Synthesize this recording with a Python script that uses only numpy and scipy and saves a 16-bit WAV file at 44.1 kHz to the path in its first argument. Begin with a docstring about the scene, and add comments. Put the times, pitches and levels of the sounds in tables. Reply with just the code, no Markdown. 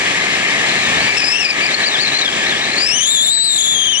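"""Wind rushing and whistling right at the stereo microphone of a camera riding fast along a country road.
Turbulent air takes on the fixed resonances of the housing. An edge in the airstream sings a tone that is
fitful at first, then strong and higher. A faint engine hums underneath at cruising speed.
The camera's gain control pushes wind and engine down whenever the whistle takes hold."""
import sys
import numpy as np
from scipy import signal
from scipy.fft import rfft, irfft
from scipy.io import wavfile
from scipy.ndimage import uniform_filter1d

SR = 44100
rng = np.random.default_rng(int(sys.argv[2]) if len(sys.argv) > 2 else 0)


def output_pcm(signal):
    """Save a mono or channel-first signal as 16-bit PCM at the path in sys.argv[1].

    Samples are clipped to [-1, 1] before scaling.
    """
    pcm = np.clip(np.atleast_2d(signal).T, -1, 1) * 32767
    wavfile.write(sys.argv[1], SR, np.round(pcm).astype(np.int16))


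N = 176400

# Air noise as coloured by the housing: frequency_hz, relative_density_db
HOUSING_SPECTRUM = [(20,-32),(60,-28.5),(150,-11.5),(350,-12),(520,-12),(730,-8),(960,-13),(1230,-7),(1440,-16),(1740,0),(2020,-6),(2250,-.8),(2700,-4.5),(3200,-6.5),(4500,-13.5),(5600,-15),(6200,-17),(6750,-16.5),(7450,-11),(8300,-26.5),(9300,-28.5),(11000,-28.5)]
# Wind at the right microphone port against the left: frequency_hz, gain_db, coherence, lead_rad
WIND_RIGHT_PORT = [(60, -0.9, 0.99, 0.15), (403, 0.5, 0.94, 0.78), (1170, -1, 0.68, 1.56),
                   (1440, 2.1, 0.41, 2.56), (1730, -1.7, 0.93, 0.86), (2270, -3.5, 0.97, 1.27),
                   (3260, -5, 0.38, 2.8), (3970, -3.5, 0.45, 0.84), (5500, -4, 0.29, 2),
                   (6300, -6, 0.37, 2.3), (7370, -3, 0.82, 3.17), (9300, -5.5, 0.19, 1.4)]
# Strength of the wind on the microphone: time_s, gain_db
WIND_STRENGTH = [(0, -14.5), (.8, -14), (1.1, -12), (1.7, -15.3), (2.3, -15.5), (2.7, -16), (3.05, -14),
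                 (3.2, -10), (3.45, -16), (3.8, -15), (4, -16.5)]
# Gusts that swell the bass: centre_s, half_length_s, boost_db
BASS_GUSTS = [(0.95, 0.21, 4.5), (3.6, 0.78, 8.5)]
# Edge tone, following the air speed at the edge: time_s, pitch_hz
WHISTLE_PITCH = [(0.0, 2053), (0.828, 2050), (0.878, 1673), (0.998, 1923), (1.038, 2323), (1.147, 2325),
                 (1.177, 2693), (1.207, 2503), (1.287, 2496), (1.387, 2824), (1.477, 2327), (1.497, 2542),
                 (1.566, 1963), (1.666, 2466), (1.706, 1861), (1.746, 2201), (1.846, 2019), (1.866, 2364),
                 (1.956, 1634), (1.985, 1725), (2.015, 2261), (2.105, 1917), (2.195, 2126), (2.285, 1600),
                 (2.424, 1709), (2.494, 1995), (2.544, 1525), (2.594, 1911), (2.764, 2088), (2.883, 2650),
                 (2.903, 2600), (2.973, 3119), (2.993, 2925), (3.023, 3239), (3.053, 3112), (3.073, 3392),
                 (3.123, 3713), (3.173, 3430), (3.203, 3416), (3.243, 3688), (3.283, 3540), (3.322, 3830),
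                 (3.362, 3970), (3.382, 3798), (3.452, 4079), (3.522, 3642), (3.592, 3527), (3.632, 3592),
                 (3.652, 3356), (3.672, 3410), (3.722, 3476), (3.771, 3272), (3.851, 3198), (3.871, 3328),
                 (3.881, 3116), (3.921, 3180), (3.961, 2885), (3.996, 3244)]
# Strength of the edge tone: time_s, fundamental_db, octave_db
WHISTLE_STRENGTH = [(0,-24,-36),(.62,-20,-38),(.7,-26,-21.5),(.76,-22,-30),(.85,-32,-22.5),(.91,-23,-34),(1,-20,-18.5),(1.05,-17.5,-28),(1.11,-12.5,-19),(1.168,-22.5,-24),(1.18,-14,-9),(1.22,-15,-11.5),(1.232,-16,-26.5),(1.245,-21,-10),(1.29,-21,-9),(1.36,-5,-10),(1.44,-12.5,-13),(1.51,-14.5,-13.5),(1.57,-20,-37.5),(1.67,-19,-18),(1.7,-27,-33),(1.745,-22,-12.5),(1.8,-27,-29),(1.84,-38,-18),(1.865,-34.5,-12),(1.94,-34,-21),(1.97,-17,-14),(1.995,-26,-19.5),(2.02,-35,-11.5),(2.07,-33,-19),(2.13,-29,-19),(2.2,-27,-15),(2.29,-19.5,-13),(2.32,-36,-22.5),(2.42,-28,-31),(2.48,-24,-21),(2.6,-36,-23),(2.75,-28,-23),(2.82,-24,-6.5),(2.92,-9,-6.5),(3.13,0.5,0),(3.19,4,1.5),(3.35,2.5,2.5),(3.54,-1.5,-2.5),(3.58,-3,-2),(3.7,-2.5,-5.5),(3.9,0.5,-7.5),(3.96,-0.5,-8),(4,-5.5,-6)]
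# Eddies that break up the tone: centre_s, half_length_s, added_unsteadiness
EDGE_EDDIES = [(1.347, 0.042, 0.37), (3.04, 0.037, 0.94), (3.345, 0.019, 0.57), (3.453, 0.0178, 0.76),
               (3.604, 0.075, 1.3)]
# Whistle at the right microphone port against the left: frequency_hz, gain_db, lead_rad
WHISTLE_RIGHT_PORT = [(2300, -7.5, 2.23), (2800, -10.5, 1.35), (3100, -15, 1.8), (3500, -5, 2.21),
                      (4350, -9.5, 2.24), (5200, -11, 1.35), (6200, -23.5, 2.26), (7000, -10.0, 2.75),
                      (10100, -16.5, 1.9)]
# Engine firing rate: time_s, rate_hz
FIRING_RATE = [(0, 56.84), (1, 56.42), (2, 57.23), (3, 57.06), (4, 57.53)]
# Harmonics of the firing rate: multiple, level_db
ENGINE_ORDERS = [(4, -46), (5, -41.5), (6, -41.5), (7, -39.5)]


def amp(db):
    """Decibels to gain."""
    return 10 ** (np.asarray(db) / 20)


def unit_rms(x):
    """Scales to rms 1."""
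    return x / np.sqrt(np.mean(x ** 2) + 1e-20)


def over_time(table):
    """Each value column of a time table, at every sample."""
    times, *columns = np.transpose(table)
    return [np.interp(np.arange(N) / SR, times, column) for column in columns]


def at_frequency(table, hz):
    """Each value column of a frequency table, interpolated on a log axis."""
    knots_hz, *columns = np.transpose(table)
    return [np.interp(np.log(hz + 1), np.log(knots_hz + 1), column) for column in columns]


def swells(table, t):
    """A sum of bell curves in time, one for each row."""
    return sum(height * np.exp(-((t - centre) / half_length) ** 2) for centre, half_length, height in table)


def wander(top_hz):
    """Random motion of rms 1, fading above top_hz."""
    hz = np.fft.rfftfreq(N, 1 / SR)
    return unit_rms(irfft(rfft(rng.standard_normal(N)) / (1 + (hz / top_hz) ** 2), N))


def wind(patch_db=0.85, gust_db=0.82, bass_hz=258):
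    """Turbulent air heard through the housing, partly alike at two close microphone ports."""
    size, hop = 1024, 256
    frames, hz = N // hop + 5, np.fft.rfftfreq(size, 1 / SR)
    t = np.arange(frames)[:, None] * hop / SR
    left_re, left_im, apart_re, apart_im, patches = rng.standard_normal((5, frames, len(hz)))
    left, apart = left_re + 1j * left_im, apart_re + 1j * apart_im
    right_db, coherence, lead = at_frequency(WIND_RIGHT_PORT, hz)
    right = (coherence * left + np.sqrt(1 - coherence ** 2) * apart) * amp(right_db) * np.exp(1j * lead)
    # The level flickers in patches of time and frequency; gusts move all frequencies together.
    patches = unit_rms(uniform_filter1d(uniform_filter1d(patches, size=7, axis=0), size=14, axis=1))
    gusts = unit_rms(uniform_filter1d(rng.standard_normal((frames, 1)), size=6, axis=0))
    bass_db = swells(BASS_GUSTS, t) / (1 + (hz / bass_hz) ** 2)
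    colour_db = at_frequency(HOUSING_SPECTRUM, hz)[0] + patch_db * patches + gust_db * gusts + bass_db
    spectra = np.array([left, right]) * amp(colour_db)
    air = signal.istft(spectra.swapaxes(1, 2), nperseg=size, noverlap=size - hop)[1][:, :N]
    return amp(over_time(WIND_STRENGTH)[0]) * air / air[0].std()


def edge_whistle(lock_db=-10.5, lock_range_db=3, sputter_hz=72, hiss_above_hz=330, hiss_width_hz=236):
    """Air on an edge close to the microphone: the tone sputters while weak and steadies above lock_db."""
    t = np.arange(N) / SR
    fundamental_db, octave_db = over_time(WHISTLE_STRENGTH)
    strength_db = np.maximum(fundamental_db, octave_db)
    weak = 1 / (1 + np.exp((strength_db - lock_db) / lock_range_db))  # 0 steady, 1 fitful
    unsteady = weak + swells(EDGE_EDDIES, t)
    waver = (0.00977 + 0.02123 * unsteady) * wander(top_hz=84.3)
    rasp = (0.012 + 0.0074 * unsteady) * wander(top_hz=853)
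    phase = 2 * np.pi * np.cumsum(over_time(WHISTLE_PITCH)[0] * (1 + waver + rasp)) / SR
    upper_db = octave_db - 5.5 * weak  # a weak tone loses its upper partials
    partials_db = [fundamental_db, octave_db, upper_db - 12.5, upper_db - 22.5]
    hiss_db = -11 + 0.53 * (strength_db + 4.5)  # the hiss grows faster than the tone
    sputter_db = 1.47 + 5.53 * weak
    shared_sputter, left = wander(sputter_hz), np.zeros(N)
    for k, level_db in enumerate(partials_db, 1):
        sputter = np.minimum((shared_sputter + wander(sputter_hz)) / np.sqrt(2), 1)
        level_jitter = 1 + 0.06 * wander(top_hz=890)
        left += amp(level_db + sputter_db * sputter) * level_jitter * np.sqrt(2) * np.sin(k * phase)
        # A breathy band rides just above each partial.
        band = wander(hiss_width_hz) + 1j * wander(hiss_width_hz)
        hiss = np.real(band * np.exp(1j * (k * phase + 2 * np.pi * hiss_above_hz * t)))
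        left += amp(level_db + hiss_db) * (1 + unsteady) * hiss
    right_db, lead = at_frequency(WHISTLE_RIGHT_PORT, np.fft.rfftfreq(N, 1 / SR))
    right = irfft(rfft(left) * amp(right_db) * np.exp(1j * lead), N)
    return np.array([left, right])


def engine_hum(drift_share=0.0042, throb_share=0.39, right_lead_rad=1.0):
    """A cruising engine under the wind: a few harmonics of its firing rate, each throbbing on its own."""
    firing_hz = over_time(FIRING_RATE)[0] * (1 + drift_share * wander(top_hz=8))
    phase = 2 * np.pi * np.cumsum(firing_hz) / SR
    hum = np.zeros((2, N))
    for multiple, level_db in ENGINE_ORDERS:
        throb = 1 + throb_share * wander(top_hz=10)
        port_phase = np.array([[0], [right_lead_rad]]) + 2 * np.pi * rng.random()
        hum += amp(level_db) * throb * np.sqrt(2) * np.sin(multiple * phase + port_phase)
    return hum


def scene():
    """Wind, whistle and engine as they reach the left and right microphone ports."""
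    return wind() + edge_whistle() + engine_hum()


def record(dry, threshold_db=-12.5, ratio=8.6, sense_s=0.0052, recover_db_per_s=89, cutoff_hz=11100):
    """The camera's fast gain control follows the louder channel; a low-pass then cuts the top treble."""
    pole = np.exp(-1 / (sense_s * SR))
    power_db = 10 * np.log10(signal.lfilter([1 - pole], [1, -pole], dry ** 2).max(0) + 1e-12)
    fall_db = np.arange(N) * recover_db_per_s / SR
    held_db = np.maximum.accumulate(power_db + fall_db) - fall_db  # each peak sinks at the recovery rate
    over_db = np.maximum(held_db - threshold_db, 0)
    ducked = dry / amp((1 - 1 / ratio) * uniform_filter1d(over_db, size=200))
    lowpass = signal.firwin(1023, cutoff_hz, window=("kaiser", 9), fs=SR)
    return signal.oaconvolve(ducked, lowpass[None], "same")


dry = scene()
out = record(dry)
output_pcm(out)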